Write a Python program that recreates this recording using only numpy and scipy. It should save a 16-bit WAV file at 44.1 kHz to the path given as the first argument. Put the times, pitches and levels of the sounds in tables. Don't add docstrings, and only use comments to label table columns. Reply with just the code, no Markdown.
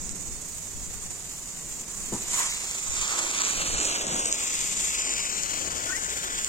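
import sys
import numpy as np
from scipy import signal
from scipy.fft import rfft, irfft
from scipy.io import wavfile
from scipy.ndimage import uniform_filter1d, map_coordinates

SR = 44100
rng = np.random.default_rng(int(sys.argv[2]) if len(sys.argv) > 2 else 0)


def materialize(psi):
    bounded = np.clip(np.atleast_2d(psi).T, -1, 1)
    quanta = np.round(bounded * 32767).astype(np.int16)
    wavfile.write(sys.argv[1], SR, quanta)


def invert_db(x):
    u = np.asarray(x, float) / 20
    return 10 ** u


N = 285768
T = np.arange(N) / SR
HZ = np.fft.rfftfreq(N, 1 / SR) + 1
PEAK_FROM_HZ, PEAK_TO_HZ = 5300, 8890


def curves(table):
    s, *columns = np.transpose(table)
    return [np.interp(T, s, c) for c in columns]


def unit(x):
    return x / np.sqrt(np.mean(x ** 2))


def colour(points):
    hz, db = np.transpose(points)
    return np.interp(np.log(HZ), np.log(hz), db)


def shape(x, points, share=0.85):
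    return irfft(rfft(x) * invert_db(share * colour(points)), N)


def under(hz, order=8):
    return 1 / (1 + (HZ / hz) ** order)


def later(x, ms):
    return map_coordinates(x, [np.arange(N) - ms * SR / 1000], order=2, mode="nearest")


def walk(rate):
    k = max(int(SR / rate), 2)
    held = np.repeat(rng.standard_normal(N // 100), k)[:N]
    return unit(uniform_filter1d(held, k))


def swells(table, floor=0.):
    power = floor ** 2
    for s, length, db in table:
        power = power + invert_db(2 * db) * np.exp(-(2 * (T - s) / length) ** 2 * 2)
    return np.sqrt(power)


def noise_trio(points):
    return [unit(shape(rng.standard_normal(N), points)) for _ in range(3)]


# frequency in Hz, level in dB per Hz
TRAFFIC_COLOUR = [(18, -63), (30, 2.5), (96, -10.5), (174, -3.5), (282, -10), (333, -11.5), (456, -15),
                  (973, -31.5), (2500, -26), (3250, -43), (5500, -120)]
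# middle in seconds, length in seconds, level in dB
CARS = [
    (2.2, 0.53, -47.5),
    (3.02, 0.13, -60),
    (3.7, 0.48, -47.5),
    (4.13, 0.12, -40.5),
    (6.42, 0.62, -49),
]


def traffic():
    shared, left, right = noise_trio(TRAFFIC_COLOUR)
    level = swells(CARS, invert_db(-51)) * invert_db(1.0 + 2.0 * walk(4.53))
    return level * (shared + 0.2 * np.array([left, right]))


# middle in seconds, length in seconds, level in dB, pitch in Hz
ENGINES = [
    (0.92, 1.25, -53.5, 89),
    (5.3, 1.3, -56, 49),
    (6.14, 1.1, -49, 57),
    (5, 0.26, -55.5, 66),
    (5.8, 0.64, -52, 90),
]


def engines():
    total = 0
    for s, length, db, hz in ENGINES:
        phase = 2 * np.pi * np.cumsum(hz * (1 + 0.048 * walk(6.4))) / SR
        total = total + swells([(s, length, db)]) * np.sin(phase) * invert_db(2.7 * walk(10.0))
    return total * invert_db(np.array([[2.5], [-1.5]]))


# frequency in Hz, level in dB
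DOOR_COLOUR = [(25, -4), (60, -7), (150, -3), (350, -3), (600, -21), (900, -12), (1500, -30), (3000, -42)]


def door():
    start_s, level_db, t60_s = 2.122, -26.5, 0.23
    since = np.maximum(T - start_s, 0)
    envelope = (1 - np.exp(-since / 0.0016)) * invert_db(-60 * since / t60_s)
    return invert_db(level_db) * envelope * unit(shape(rng.standard_normal(N), DOOR_COLOUR))


# time in seconds, pitch in Hz, throat resonance in Hz, level in dB
BIRD = [
    (5.868, 362, 1450, -60),
    (5.882, 362, 1450, -42),
    (5.92, 380, 1520, -42),
    (5.935, 376, 1850, -41),
    (5.955, 390, 1940, -42),
    (5.975, 405, 2020, -46),
    (5.99, 410, 2080, -56),
]


def bird():
    pitch_hz, throat_hz, db = curves(BIRD)
    phase = 2 * np.pi * np.cumsum(pitch_hz * (1 + 0.027 * walk(150.))) / SR
    width_hz = 160.0
    call = 0
    for k in range(3, 9):
        call = call + np.sin(k * phase) / np.hypot(1, (k * pitch_hz - throat_hz) / width_hz) ** 2
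    hoarse = invert_db(db + 5.5 + 4.5 * walk(120.))
    call = call * hoarse * (T > BIRD[0][0]) * (T < BIRD[-1][0])
    return np.array([call, later(call, 0.098)])


# frequency in Hz, level in dB per Hz
AIR_COLOUR = [(900, -12), (1800, -10), (4500, 5), (6000, 9), (8500, 4), (10000, 0.5), (12500, -8.5),
              (15500, -12)]


def air():
    shared, left, right = noise_trio(AIR_COLOUR)
    return invert_db(-54.0 + 0.12 * walk(23.0)) * (shared + 1.72 * np.array([left, right]))


# middle in seconds, length in seconds, level in dB
PUFFS = [(.25, 0.63, -39), (.8, 0.21, -42), (1.2, 0.12, -44), (1.8, 0.12, -46), (2.15, 0.085, -35),
         (2.3, 0.13, -40), (2.5, .14, -39), (2.63, 0.074, -43), (2.89, 0.1, -33), (3.0, 0.12, -36.5),
         (3.2, 0.28, -49), (3.59, 0.1, -36), (3.76, 0.14, -34), (4.13, 0.15, -40.5), (1.1, .1, -43)]


def wind():
    puff = [(8, 1.0), (20, 6), (32, -8.5), (48, -0.5), (80, -14.5), (200, -32), (400, -53)]  # (Hz, dB)
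    ports = [unit(shape(rng.standard_normal(N), puff)) * invert_db(4.0 * walk(15.0)) for _ in range(2)]
    breeze_db = -49
    return swells(PUFFS, invert_db(breeze_db)) * invert_db(np.array([[0.5], [-10.]])) * ports


# frequency in Hz, level in dB
SMACK_COLOUR = [(500, -51), (1500, -21), (4500, -15), (6000, -7), (6900, 4), (8000, -2.5), (9200, -9),
                (11000, -53)]
# start in seconds, peak in dB
FAT_DROPS = [(.0925, -23), (2.138, -22), (2.351, -20), (2.584, -24), (2.7112, -22), (2.9577, -22),
             (3.0135, -19), (3.0784, -20), (3.1904, -17), (3.238, -23), (3.3124, -17), (3.387, -23),
             (3.418, -16), (3.4496, -17), (3.8015, -19), (3.831, -19), (3.8521, -15), (4.0677, -20),
             (4.079, -20), (4.1444, -20), (4.2557, -14), (4.2585, -17), (4.27, -20), (4.282, -21),
             (4.316, -19), (4.3258, -9), (4.343, -20), (4.357, -19), (4.4154, -21), (4.4787, -18),
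             (4.5312, -20), (4.5403, -19), (4.553, -19), (4.591, -18), (4.6128, -19), (4.642, -20),
             (4.674, -18), (4.755, -24), (4.9494, -20), (5.0194, -19), (5.051, -19), (5.093, -18),
             (5.1377, -19), (5.2959, -24), (5.434, -17), (5.7179, -25), (5.7803, -24), (5.965, -24),
             (6.0457, -24), (6.1025, -22), (6.4457, -13)]


def fat_drops():
    clicks = np.zeros(N)
    for s, db in FAT_DROPS:
        clicks[int(s * SR) + 30] = invert_db(db)
    ring = shape(np.arange(N) == 0, SMACK_COLOUR)
    return invert_db(12.0) * shape(clicks, SMACK_COLOUR) / ring[0]


# start in seconds, peak in dB, ring in Hz
SPLASHES = [
    (2.342, -30, 1050),
    (2.36, -37, 1110),
    (2.375, -28, 1160),
    (2.386, -36, 1020),
    (2.403, -22, 1030),
    (2.407, -28, 960),
    (2.425, -41, 1420),
    (2.446, -40, 1130),
    (2.462, -31, 1150),
    (2.522, -26, 2140),
]


def splashes():
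    t60_s, overtone_db = .025, -6
    out = np.zeros(N)
    since = T[:4000]
    for s, db, hz in SPLASHES:
        ring = np.sin(2 * np.pi * hz * since)
        ring = ring + invert_db(overtone_db) * np.sin(2 * np.pi * 1.9 * hz * since)
        out[int(s * SR):][:len(since)] += invert_db(db - 60 * since / t60_s) * ring
    return out


def drops(per_s, scatter_db, mist_db):
    when, size, sign = rng.random((N // 4, 3))[:int(per_s * N / SR)].T
    size_db = np.minimum(-scatter_db * np.log(1 - size), 11.5)
    clicks = np.bincount((when * N).astype(int), invert_db(size_db) * np.sign(sign - .5), N)
    return unit(clicks) + invert_db(mist_db) * rng.standard_normal(N)


# frequency in Hz, level in dB per Hz
DROP_COLOUR = [(120, -21.5), (300, -3.5), (1000, 1.5), (3000, -10), (5000, -10.5), (6000, -4.5),
               (7000, 2.5), (7500, -1), (8500, -6.5), (9200, -7.5), (9700, -16.5), (12000, -17.5),
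               (15500, -21)]
LANDING_EDGES_HZ = (954, 1964, 5830)


def landing(heard_by_all, own_db, flicker_db):
    steps = np.array([0 * HZ, *(under(hz) for hz in LANDING_EDGES_HZ), HZ ** 0])
    edges = invert_db(colour(DROP_COLOUR)) * steps
    parts = []
    for band in np.diff(edges, axis=0):
        own = invert_db(own_db) * drops(4000., 3.7, -1.7)
        x = irfft(rfft(heard_by_all + own) * band, N)
        parts.append(unit(x) * invert_db(flicker_db * walk(9.)))
    return np.array(parts)


# time in seconds, strength in dB, share that lands on pavement from 0 to 1
JET = [(0, -39, 0.06), (1.4, -39, 0.27), (2.0, -35.5, 0.18), (2.27, -36.5, 0.51), (2.29, -31, 0.3),
       (2.38, -30.5, 0.71), (2.53, -34.5, 0.7), (2.88, -33, 0.58), (3.02, -31, 0.85), (3.45, -29.5, 1),
       (3.62, -32, 1), (3.86, -25.5, 0.66), (3.92, -31, 0.9), (4.26, -27, 0.62), (4.36, -29.5, 0.64),
       (5.2, -28, 0.67), (5.6, -34.5, 0.87), (6.48, -33, 0.59)]
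# middle in seconds, length in seconds, level in dB,
# depth from 0 to 1
PUDDLES = [
    (2.42, 0.13, -36, 0.12),
    (3.124, 0.25, -35.5, 0),
    (3.235, 0.35, -38.5, 0.7),
    (3.43, 0.2, -39.5, 0.02),
    (3.763, 0.61, -39.5, 0.3),
    (4.07, 0.69, -34.5, 0.85),
    (5.085, 0.092, -41, 1),
    (5.705, 0.81, -40, 0.64),
    (6.19, 0.83, -39, 0.13),
]


def landing_levels():
    jet_db, paved = curves(JET)
    # drumming, splash, patter and mist against the jet's strength (dB)
    leaves = np.array([[-20], [-21], [-16], [-3]])
    pavement = np.array([[-13], [-12], [1], [1.5]])
    level = invert_db(jet_db + leaves + np.clip(paved, 0, 1) * (pavement - leaves))

    def share_db(part):
        return 10 * np.log10(np.clip(part, .01, 1))

    deep = swells([(s, n, db + share_db(depth)) for s, n, db, depth in PUDDLES], level[0])
    shallow = swells([(s, n, db + share_db(1 - depth)) for s, n, db, depth in PUDDLES], level[1])
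    return np.array([deep, shallow, level[2], level[3]])


# time in seconds, lead of the left port in ms, extra path via the ground in ms
TURN = [(0, 0.17, 1.04), (1, 0.13, 1.05), (1.8, 0.14, 1.05), (2.4, 0.14, 1.04), (2.62, 0.19, .95),
        (2.85, 0.23, 0.82), (3.2, 0.23, 0.88), (3.6, 0.28, 0.7), (3.9, .31, 0.69), (4.1, 0.32, 0.61),
        (4.5, 0.36, 0.85), (4.9, 0.363, 0.82), (5.3, 0.41, 0.77), (5.7, 0.4, 0.63), (6, 0.39, 0.54),
        (6.3, 0.39, 0.56), (6.48, 0.39, 0.63)]
# time in seconds, drumming and splash in dB, patter and mist in dB
BUSHES = [(0, 10, 9), (2.2, 9, 8), (2.45, 4, 8), (2.9, 5, 4), (3.3, 4, 1), (3.6, 3, 0), (3.78, -1, -1),
          (3.95, 3, 0), (4.25, 2, -3), (4.45, 2, 4), (4.85, 2, 3), (5.05, 2, -3), (5.25, 2, -2),
          (5.45, 3, 2), (5.75, 5, 3), (6.0, -2, 3), (6.3, -3, 3), (6.48, 1, 5)]


def spray():
    level = landing_levels() * invert_db(0.39 * walk(25.) + 1.24 * walk(90.))
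    lead_ms, ground_ms = curves(TURN)
    direct = (landing(drops(4000., 3.3, -15.0), 4.2, 1.22) * level).sum(0)
    direct = direct + fat_drops() + splashes()
    direct = irfft(rfft(direct) * under(PEAK_TO_HZ, order=30), N)
    peak = irfft(rfft(direct) * (1 - under(PEAK_FROM_HZ, order=30)), N)
    body = direct - peak
    echo = later(body, ground_ms)
    left = body + 0.33 * echo + peak
    right = later(body + 0.061 * echo + peak, lead_ms)
    share_db = np.array([[-10.], [-9.], [-7.], [-5.]]) + np.repeat(curves(BUSHES), 2, axis=0)
    scattered = []
    for _ in range(2):
        diffuse = landing(rng.standard_normal(N), -1.3, 0.98)
        scattered.append((diffuse * level * invert_db(share_db)).sum(0))
    return invert_db(-3.0) * (np.array([left, right]) + scattered)


def scene():
    return traffic() + engines() + door() + bird() + air() + wind() + spray()


# time in seconds, then left minus right in dB in the low treble,
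# at the microphone peak and at the top
SHADE = [(0, -2.5, -11, 1), (.6, -0.5, -5, 0.5), (1.2, -1, -3.5, 3), (2.5, -2, -3, -1), (3.2, -0.5, -6, -1),
         (3.9, -0.5, -4, -4.5), (4.3, 1.5, 1, 9), (4.8, 3, 2, 3), (5.15, -2, 7, 15), (5.45, -0.5, 10.5, 9),
         (5.75, 0, 11, 10), (6, 4, 10, 4), (6.2, 9, 4.5, 10), (6.48, 2.5, -1, 8)]
SHADE_EDGES_HZ = (2640, 5300, 9400, 12800)


def shaded(ports):
    spectrum, out = rfft(ports), ports
    low, peak, end, top = (under(hz, order=12) for hz in SHADE_EDGES_HZ)
    for band, db in zip((peak - low, end - peak, 1 - top), curves(SHADE)):
        lean = invert_db(np.array([db, -db]) / 2) - 1
        out = out + irfft(spectrum * band, N) * lean
    return out


# frequency in Hz, share in dB
DROPPED_UNDER = [(900, -30), (1500, -7), (2100, -5), (2600, -2.6), (4000, -1.4), (5800, -1.4), (6800, -3.5),
                 (8000, -2.8), (9000, -1.5), (9500, -.8), (10500, -.3), (15000, -.3)]
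# frequency in Hz, ratio in dB
SUM_DROPPED_UNDER = [(1000, -14), (1150, -8), (1350, -10.5), (1700, -10), (2300, -9), (3000, -4),
                     (5600, -3.6), (6500, -7), (7000, -9), (9000, -4)]


def thinned(z, hz, chance):
    def smooth(x, bins):
        return abs(uniform_filter1d(uniform_filter1d(x, size=bins, axis=1), size=3, axis=2)) + 1e-20

    total, apart = z[0] + z[1], z[0] - z[1]
    power = smooth(abs(np.array([total, apart])) ** 2, 9)
    least = invert_db(2 * np.interp(hz, *np.transpose(SUM_DROPPED_UNDER)))[:, None]
    total = total * (power[0] > least * power[1] * (hz > 1000)[:, None])
    z = np.array([total + apart, total - apart]) / 2

    lines = abs(z) ** 2 + 1e-20
    around, group = smooth(lines, 40), smooth(lines, 5)
    buried_db = 10 * np.log10(around.max(axis=1, keepdims=True) / around)
    buried_db = buried_db - buried_db.mean(axis=(0, 2), keepdims=True)
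    buried_db = uniform_filter1d(buried_db, size=9, axis=2).clip(-4, 4)
    share_db = np.interp(hz, *np.transpose(DROPPED_UNDER))[:, None] + .25 * buried_db
    kept = (group > invert_db(2 * share_db) * around) & (lines > invert_db(2 * (share_db - 3)) * group)

    loud_db = 10 * np.log10(around.max(axis=(0, 1)))
    empty_share = .13 + .022 * (loud_db - loud_db.mean())
    empty = (1 - chance < empty_share) & (hz > PEAK_TO_HZ)[:, None]
    makeup = np.sqrt(np.minimum(around / smooth(lines * kept + 1e-20, 40), 2.5))
    return z * kept * ~empty * makeup


# start in seconds, end in seconds, upper limit in Hz
APART = [
    (0.05, .7, 7600),
    (3.9, 4.33, 7600),
    (5.42, 6.1, 9600),
    (6.1, 6.48, 7000),
]


def joint_treble(ports):
    joint_hz, band_bins, patch_frames = 6870, 24, 3
    peak_share, top_share, opposed_share = .93, .7, .25
    hz, s, z = signal.stft(ports, SR, nperseg=2048)
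    power = uniform_filter1d(abs(z) ** 2, size=band_bins, axis=1) + 1e-20
    shared = np.where(power[0] > power[1], z[0] / np.sqrt(power[0]), z[1] / np.sqrt(power[1]))
    chance = np.kron(rng.random((50, 100)), np.ones((band_bins, patch_frames)))[:len(hz), :len(s)]
    share = np.where(hz < PEAK_TO_HZ, peak_share, top_share)[:, None]
    joined = (chance < share) & (hz > joint_hz)[:, None]
    opposed = (chance < opposed_share * top_share) & (hz > PEAK_TO_HZ)[:, None]
    sides = np.array([np.ones(opposed.shape), np.where(opposed, -1., 1.)])
    for start, end, top_hz in APART:
        joined = joined & ~((hz < top_hz)[:, None] & (s > start) & (s < end))
    z = np.where(joined, sides * shared * np.sqrt(power), z)
    return signal.istft(thinned(z, hz, chance), SR)[1][:, :N]


def low_pass(x):
    return signal.sosfilt(signal.butter(12, 16470, fs=SR, output="sos"), x)


# frequency in Hz, left minus right in dB
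PORT_BASS = [(20, -3), (300, 5.5), (1000, 2.5), (2500, 2), (5000, -1)]


def record(dry):
    ports = np.array([shape(dry[0], PORT_BASS, 0.6), shape(dry[1], PORT_BASS, -0.47)])
    ports = joint_treble(shaded(ports))
    top_cut = signal.ellip(10, .2, 80, 15830, fs=SR, output="sos")
    mix = signal.sosfilt(top_cut, ports)
    return low_pass(mix)


dry = scene()
out = record(dry)
materialize(out)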